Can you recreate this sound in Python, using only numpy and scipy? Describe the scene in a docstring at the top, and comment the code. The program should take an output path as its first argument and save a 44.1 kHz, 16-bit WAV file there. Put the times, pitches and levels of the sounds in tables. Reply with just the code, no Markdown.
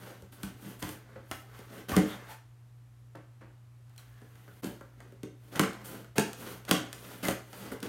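"""Tape snaps, a hollow box drums, a knife rasps along the seam and squeaks, over mains hum and faint hiss.
A knife tip is pushed and sawn through packing tape on a cardboard box in a small soft bedroom.
Snaps and knocks are pushes and noise bursts ringing box modes; rubbing is uneven grit through the same modes.
Squeaks are trembling sines; the room is decaying banded noise convolved with the box and squeaks."""
import sys
import numpy as np
from scipy import signal
from scipy.fft import rfft, irfft
from scipy.io import wavfile
from scipy.ndimage import uniform_filter1d

SR = 44100
rng = np.random.default_rng(int(sys.argv[2]) if len(sys.argv) > 2 else 0)


def log_audio(samples):
    """Write samples as a 16-bit WAV file to the path given in sys.argv[1]."""
    # one column per channel
    frames = np.atleast_2d(samples).T
    # limit to full scale, then quantise
    limited = np.clip(frames, -1, 1)
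    pcm = np.round(limited * 32767).astype(np.int16)
    wavfile.write(sys.argv[1], SR, pcm)


N = 347728

# modes of the hollow box: f/Hz, level/dB, t60/s (nominal; some sources shorten it)
DRUM_MODES = [(140, -30, 0.33), (195.5, -0.5, 0.11), (247, 3, 0.044), (272.3, -0.5, 0.041),
              (308, -0.5, 0.077), (385, -3.5, 0.061), (433.7, 1, 0.048), (541, 2, 0.033),
              (562, -4.5, 0.0092)]
# modes of the card panels: f/Hz, level/dB, t60/s (nominal; some sources shorten it)
PANEL_MODES = [(660, 1.5, 0.011), (761, -5.5, .03), (889, -12, 0.064), (1036, -4, 0.017),
               (1180, -6.5, 0.018), (1345, -2.5, 0.011), (1440, 7, 0.0088), (1624, -2, 0.0085),
               (1745, 1.5, 0.0058), (1980, -7, 0.017), (2050, 0, 0.0085), (2135, -10, 0.016)]
# treble at the microphone, rippled by nearby surfaces: f/Hz, relative level/dB per Hz
TREBLE = [(1500, -16), (2400, -0.5), (3100, 2), (3900, -2), (4600, -2.5), (5300, -5), (6500, -2.5),
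          (7600, -5.5), (8800, 0), (10500, -8.5), (12000, -5.5), (13300, -8), (14300, -11), (15800, -13)]


def undb(db):
    """Amplitude ratio of a level in dB."""
    return 10 ** (np.asarray(db) / 20)


def level(x, db):
    """Scale x to an RMS level in dB."""
    return x * undb(db) / np.sqrt(np.mean(x ** 2))


def colour(x, table, size=4096):
    """Minimum-phase filter of the (f/Hz, level/dB) points, by folded cepstrum; tap energy 1."""
    f_hz, gain_db = np.transpose(table)
    grid_hz = np.maximum(np.arange(size // 2 + 1) * SR / size, 1)
    cepstrum = irfft(np.log(undb(np.interp(np.log(grid_hz), np.log(f_hz), gain_db))))
    cepstrum[1:size // 2] *= 2
    cepstrum[size // 2 + 1:] = 0
    taps = irfft(np.exp(rfft(cepstrum)))
    taps = taps / np.sqrt(np.sum(taps ** 2))
    return signal.fftconvolve(x, taps)[:len(x)]


def ring(x, f_hz, t60_s):
    """One decaying mode, t60 at least 5 ms; a unit push starts a swing of size 1."""
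    decay_per_sample = np.log(1000) / (max(t60_s, .005) * SR)
    pole = np.exp(2j * np.pi * f_hz / SR - decay_per_sample)
    return signal.lfilter([0, pole.imag], [1, -2 * pole.real, abs(pole) ** 2], x)


def walk(rate_hz):
    """Random levels held 1 / rate_hz and slewed twice; spread near 1."""
    hold = int(SR / rate_hz)
    steps = np.repeat(rng.standard_normal(N // hold + 1), hold)
    return 1.02 * uniform_filter1d(uniform_filter1d(steps, hold), hold)[:N]


def grit(scatter_db):
    """Noise of grains of uneven size, RMS 1."""
    grain_db = scatter_db * rng.exponential(size=N)
    return level(rng.standard_normal(N) * undb(grain_db), 0)


def blows(modes, at, db, tilt_db_per_oct, judder_s, clean, scatter_db=3.0):
    """Each blow excites the modes in its own mix; share `clean` is one push, the rest noisy judder."""
    scatter = scatter_db * rng.standard_normal((len(at), len(modes)))
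    decay = np.exp(-1 / (max(judder_s, 1e-4) * SR))
    middle_oct = np.mean(np.log2(np.array(modes)[:, 0]))
    out = 0
    for k, (f_hz, mode_db, t60_s) in enumerate(modes):
        tilt_db = tilt_db_per_oct * (np.log2(f_hz) - middle_oct)
        push = np.zeros(N)
        push[at] = undb(db + mode_db + tilt_db + scatter[:, k])
        envelope = signal.lfilter([np.sqrt(1 - decay ** 2)], [1, -decay], push)
        shake = envelope * rng.standard_normal(N)
        out = out + ring(clean * push + (1 - clean) * shake, f_hz, t60_s)
    return out


def background():
    """Mains hum with two weaker wavering tones (noise-driven resonances), over rumble and hiss."""
    # two wavering tones, then the hum (only its level is used): f/Hz, level/dB
    hum_tones = [(59.2, -66), (86.1, -97), (118.4, -54.5)]
    # rumble and hiss: f/Hz, relative level/dB per Hz
    air = [(15, -33), (25, -11), (64, -26), (94, -12), (123, -9), (149, -24), (175, -25.5), (263, -24),
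           (463, -31), (1100, -33), (4870, -44.5), (12900, -46.5), (16000, -56)]
    hum_hz, air_db = 119.9, -63.5
    t = np.arange(N) / SR
    hum = level(np.sin(2 * np.pi * hum_hz * t), hum_tones[2][1] + 0.87)
    hum = hum * undb(0.29 * walk(2))
    wavering = sum(level(ring(rng.standard_normal(N), f_hz, 0.65), db) for f_hz, db in hum_tones[:2])
    hiss = level(colour(rng.standard_normal(N), air, size=16384), air_db)
    return hum + wavering + hiss


def tail():
    """Soft walls: octave bands of noise, each dying at its own pace, after a soft onset; energy 1."""
    # room decay: f/Hz, t60/s
    room_t60 = [(150, 0.29), (700, 0.39), (2000, 0.39), (5000, 0.39), (13000, 0.25)]
    onset_s = 0.007
    t = np.arange(int(.5 * SR)) / SR
    table_hz, table_t60_s = np.transpose(room_t60)
    out = 0
    for f_hz in 88 * 2. ** np.arange(8):
        edges_hz = [f_hz / np.sqrt(2), f_hz * np.sqrt(2)]
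        band = signal.butter(2, edges_hz, "band", fs=SR, output="sos")
        t60_s = np.interp(np.log(f_hz), np.log(table_hz), table_t60_s)
        out = out + 1000. ** (-t / t60_s) * signal.sosfilt(band, rng.standard_normal(len(t)))
    out = out * (1 - np.exp(-(t / onset_s) ** 2))
    return out / np.sqrt(np.sum(out ** 2))


def room(x):
    """Room answer: two independent noise tails, slowly exchanged while the sound runs."""
    room_db, exchange_hz = -5, .4
    turn = 2 * np.pi * exchange_hz * np.arange(N) / SR
    shares = (np.cos(turn), np.sin(turn))
    return undb(room_db) * sum(signal.fftconvolve(x * share, tail())[:N] for share in shares)


def squeaks():
    """The blade sticks and slips almost evenly: short rough sines of trembling pitch and size."""
    # t/s, length/s, centre f/Hz, level/dB (before swell), pitch tremble/share
    squeak_rows = [(.045, .11, 520, -50, .12), (.665, .03, 310, -45, .1), (1.775, .035, 440, -44, .1),
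                   (1.922, .042, 1170, -31, .07), (2.08, .08, 3450, -48, .1),
                   (2.283, .048, 880, -47.5, .06), (3.977, .018, 4100, -52, .05),
                   (4.05, .3, 1700, -67, .07), (4.475, .06, 1450, -62, .07), (7.25, .015, 2070, -33, .03)]
    out = np.zeros(N)
    waver = walk(1100)
    swell = undb(0.91 * walk(90))
    for t_s, length_s, f_hz, db, tremble in squeak_rows:
        i, n = int(t_s * SR), int(length_s * SR)
        pitch_hz = f_hz * (1 + tremble * waver[i:i + n])
        phase = 2 * np.pi * np.cumsum(pitch_hz) / SR
        out[i:i + n] += undb(db) * np.hanning(n) ** .5 * swell[i:i + n] * np.sin(phase)
    return out


def knocks():
    """Dull knocks of hand or handle: a soft juddering push rings the middle modes of the box."""
    # t/s, level/dB, judder/s
    knock_rows = [(1.156, -44, 0.016), (3.149, -44.5, 0.024), (3.408, -50, 0.041), (4.218, -62, 0.024)]
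    best_hz, width_oct, rise_s = 850, .8, .004  # where a soft push drives the box best
    t = np.arange(N) / SR
    push = 0
    for t_s, db, judder_s in knock_rows:
        rise = np.clip((t - t_s) / rise_s, 0, 1)
        push = push + undb(db) * rise * np.exp(-np.maximum(t - t_s, 0) / judder_s)
    impulse = (np.arange(int(.2 * SR)) == 0) * 1.
    body = 0
    for f_hz, db, t60_s in DRUM_MODES + PANEL_MODES:
        drive = np.exp(-(np.log2(f_hz / best_hz) / width_oct) ** 2)
        body = body + undb(db) * drive * ring(impulse, f_hz, 0.4 * t60_s)
    body = body / np.sqrt(np.sum(body ** 2))
    return signal.fftconvolve(push * grit(3.2), body)[:N]


def rubbing():
    """Blade and hands rub card and tape: dense uneven grit drives the box modes and hisses off the tape."""
    # slow drags, swelling and fading: middle t/s, half length/s, drum/dB, panel/dB, bright hiss/dB
    drags = [(0.038, .12, -52, -54, -60.5), (0.245, 0.044, -65, -71, -75), (0.448, 0.086, -54, -57.5, -64),
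             (0.68, 0.076, -53, -56, -56.5), (0.902, 0.054, -68, -75, -56.5),
             (1.138, 0.12, -61, -64.5, -80), (1.349, 0.062, -80, -74, -58.5),
             (1.497, 0.21, -65.5, -67, -80), (1.584, 0.067, -80.5, -60.5, -65),
             (1.765, 0.067, -50, -55, -59.5), (2.088, 0.072, -55, -46.5, -57),
             (2.242, 0.083, -62, -55.5, -70.5), (2.319, 0.031, -67, -51.5, -56.5),
             (4.066, 0.17, -80, -69, -76.5), (4.458, 0.26, -67.5, -69, -71.5), (4.7, 0.13, -63, -68, -70),
             (5.058, 0.13, -63, -68.5, -78), (5.53, 0.12, -69, -74.5, -70), (5.717, 0.19, -58, -59.5, -70),
             (5.945, 0.092, -50, -59.5, -63.5), (6.276, 0.038, -63, -53, -58),
             (6.403, 0.033, -51, -57, -54.5), (6.496, 0.074, -48.5, -51.5, -52.5),
             (6.77, 0.086, -49, -49, -64), (7.09, 0.15, -54, -56.5, -56), (7.608, 0.11, -52.5, -55, -55.5),
             (7.745, 0.1, -57, -61, -82)]
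    # rasps as the blade bites: t/s, hold/s, fall t60/s, drum/dB, panel/dB, bright hiss/dB
    rasps = [(0.318, 0.018, 0.093, -65, -64, -58), (0.426, 0.013, 0.094, -55, -57, -56),
             (.788, 0.011, 0.092, -71, -57, -53), (0.817, 0.0098, 0.38, -45, -45, -54),
             (1.882, 0.095, 0.11, -41.5, -44, -48), (3.975, 0.013, 0.11, -88, -66.5, -67),
             (4.627, 0.037, 0.13, -41, -52, -56), (5.516, 0.02, .1, -56, -62.5, -65),
             (5.552, 0.0055, 0.12, -41, -39, -52), (5.841, 0.028, 0.28, -62, -58, -50.5),
             (6.155, 0.017, 0.043, -45, -44, -49), (6.677, .019, 0.085, -50, -44, -49),
             (7.226, 0.051, 0.24, -38, -41.5, -43.5), (7.713, 0.011, 0.074, -37.5, -55, -52),
             (7.824, .032, 0.15, -42, -49, -54)]
    # dry edge sliding on the tape's skin: f/Hz, relative level/dB per Hz
    sheen = [(5000, -30), (7000, -12), (8800, -5), (9700, -3), (10600, -6), (12000, 0), (13300, -6),
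             (14200, -2), (15000, -5), (15800, -8)]
    bite_s = 0.0077  # rise of a rasp
    dull_db = -2.5  # dull hiss, relative to midway between panel and bright hiss
    t = np.arange(N) / SR

    def gains(drum_db, panel_db, bright_db):
        """Column of gains: drum, panel, dull hiss, bright hiss."""
        return undb([drum_db, panel_db, (panel_db + bright_db) / 2 + dull_db, bright_db])[:, None]

    force = np.zeros((4, N))
    for middle_s, half_s, *db in drags:
        force += np.exp(-((t - middle_s) / half_s) ** 2) * gains(*db)
    for t_s, hold_s, fall_s, *db in rasps:
        rise = np.clip((t - t_s) / bite_s, 0, 1)
        fall = 1000. ** (-np.maximum(t - t_s - bite_s - hold_s, 0) / fall_s)
        force += rise * fall * gains(*db)

    catch = undb(2.6 * walk(90))  # uneven grip shared by drum, panel and dull hiss
    # the lowest drum mode is not rubbed
    drum = sum(undb(db) * ring(catch * grit(1.0), f_hz, 0.9 * t60_s) for f_hz, db, t60_s in DRUM_MODES[1:])
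    panel = sum(undb(db) * ring(catch * grit(2.4), f_hz, 0.82 * t60_s) for f_hz, db, t60_s in PANEL_MODES)
    lowpass = signal.butter(3, 7000, fs=SR, output="sos")
    dull = signal.sosfilt(lowpass, colour(catch * grit(2.1), TREBLE))
    bright = colour(undb(1.5 * walk(90)) * grit(1.5), sheen)
    return sum(f * level(x, 0) for f, x in zip(force, (drum, panel, dull, bright)))


def snaps():
    """Click, splinter, dying crackle; panels ring at once, hollow box a moment later, mattress thumps."""
    # tape snaps and knocks on the box: t/s, crack/dB, drum/dB, panel/dB, drum tilt/dB per octave
    snap_rows = [(0.2221, -47, -49.5, -56.5, -4), (0.4326, -28, -43, -44, -27),
                 (0.6215, -54, -54, -73, -25), (0.6586, -45, -47, -68, -19), (0.826, -25.5, -41, -42.5, 1),
                 (0.8453, -52, -55, -55, -3), (0.891, -31, -47, -41, -4), (1.1595, -61, -52.5, -55, 20),
                 (1.3133, -25, -42, -30.5, 9), (1.5903, -43.5, -46.5, -57.5, 7),
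                 (1.8936, -27, -39, -41.5, -4), (1.9183, -33, -36.5, -32, -6),
                 (1.9653, -16, -18, -24.5, -2), (1.9752, -45, -23, -34, 1), (2.0107, -40, -30, -54.5, 5),
                 (2.2186, -65, -54, -57, 5), (3.1552, -48, -51.5, -60, -5), (3.4155, -61, -55.5, -62, 6),
                 (3.8953, -56, -77, -79, 4), (3.962, -51, -80, -73, -1), (3.979, -37, -80, -72, 1.1),
                 (4.217, -52, -53.5, -58.5, 4), (4.355, -48.5, -75, -55, 2), (4.4794, -55, -56.5, -51, 15),
                 (4.6437, -30, -37, -45, -13.5), (4.81, -50, -58.5, -51, 15),
                 (5.004, -45.5, -67, -47.5, .6), (5.1225, -53, -50.5, -67, 0),
                 (5.2322, -35.5, -37.5, -45.5, 4), (5.2716, -68, -45, -61, 9),
                 (5.558, -28.5, -50, -48.5, -.6), (5.5947, -11.5, -21, -20, -5.5),
                 (5.6359, -27, -27.5, -31, -9), (5.732, -38.5, -53, -55, -3), (5.751, -58, -71.5, -44, -.6),
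                 (5.8576, -38, -70, -59, -.6), (6.0453, -47, -61.5, -52, -4),
                 (6.1818, -12, -24.5, -22, 9.5), (6.1955, -20, -27.5, -52, -3),
                 (6.3316, -31, -60, -45, 1.1), (6.427, -50, -66, -49, 4), (6.651, -37, -62, -54, -.6),
                 (6.6918, -27, -41, -44, -3), (6.7116, -7.5, -18, -19.5, -4), (6.7508, -26, -49.5, -35, 3),
                 (6.929, -27, -78, -43.5, -1), (7.2519, -24.5, -44, -41, -7),
                 (7.2843, -18, -26.5, -24.5, 8), (7.31, -27, -41, -37, -5), (7.5305, -37.5, -54, -45, 7),
                 (7.7191, -42, -48, -39.5, 6), (7.8032, -38, -68, -61, -1), (7.8289, -28, -41, -52, 13)]
    # the box is pressed into the mattress: t/s, level/dB
    thumps = [(.226, -46), (0.437, -44), (.663, -60), (.83, -40), (.85, -51), (1.163, -51), (1.318, -47),
              (1.595, -55.5), (1.923, -38), (1.972, -44), (5.562, -53), (5.6, -54), (5.64, -56),
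              (6.186, -46), (6.214, -56), (6.715, -63), (7.314, -42)]
    # mattress modes: f/Hz, level/dB, t60/s
    mattress = [(62.4, 0, 0.16), (86, 0, 0.24)]
    crackle_db, splinter_db, click_db = -10.5, -11.5, 8.5  # relative to the crack
    rise_s, splinter_s, crackle_t60_s = 0.00051, 0.00072, 0.024
    click_delay_s, drum_delay_s = .0005, .0025
    t_s, crack_db, drum_db, panel_db, tilt_db_per_oct = np.transpose(snap_rows)
    at = (t_s * SR).astype(int)
    t = np.arange(int(.15 * SR)) / SR
    rise = 1 - np.exp(-t / rise_s)

    give, click = np.zeros(N), np.zeros(N)
    give[at] = undb(crack_db)
    click[at + int(click_delay_s * SR)] = undb(crack_db + click_db)
    splinter_shape = undb(splinter_db) * rise * np.exp(-t / splinter_s)
    splinter = signal.fftconvolve(give, splinter_shape)[:N]
    crackle_shape = undb(crackle_db) * rise * 1000. ** (-t / crackle_t60_s)
    crackle = signal.fftconvolve(give, crackle_shape)[:N]
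    crack = colour(click + crackle * grit(0.95), TREBLE)

    pressed_s, thump_db = np.transpose(thumps)
    thump = blows(mattress, (pressed_s * SR).astype(int), thump_db, 0, 0.001, 0.92)
    drum = blows(DRUM_MODES, at + int(drum_delay_s * SR), drum_db, tilt_db_per_oct, 0.00068, 0.54)
    # keep the boom compact, between 150 and 520 Hz
    drum = signal.sosfilt(signal.butter(2, [150, 520], "band", fs=SR, output="sos"), drum)
    panel = blows(PANEL_MODES, at, panel_db, -0.4, 0.0089, 0.22)
    return crack + thump + drum + panel, colour(splinter * grit(1.4), TREBLE)


def scene():
    """Sum of direct sources, room answer and background, one channel."""
    snap, splinter = snaps()
    box = snap + knocks() + rubbing()
    squeak = squeaks()
    # splinter is heard dry, and squeaks with half the room
    direct = box + splinter + squeak
    return (direct + room(box + squeak / 2) + background())[None]


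def record(dry):
    """Microphone bass cut, one brief fade-out and return, then the top cut."""
    bass_cut_hz, top_hz = 56, 15900
    dip_s, fall_s, rise_s = 4.62, .022, .004
    gain = np.interp(np.arange(N) / SR, [dip_s - fall_s, dip_s, dip_s + rise_s], [1, 0, 1])
    highpass = signal.butter(3, bass_cut_hz, "high", fs=SR, output="sos")
    sound = gain * signal.sosfilt(highpass, dry)
    lowpass = signal.ellip(10, .2, 70, top_hz, fs=SR, output="sos")
    return signal.sosfilt(lowpass, sound)


dry = scene()
out = record(dry)
log_audio(out)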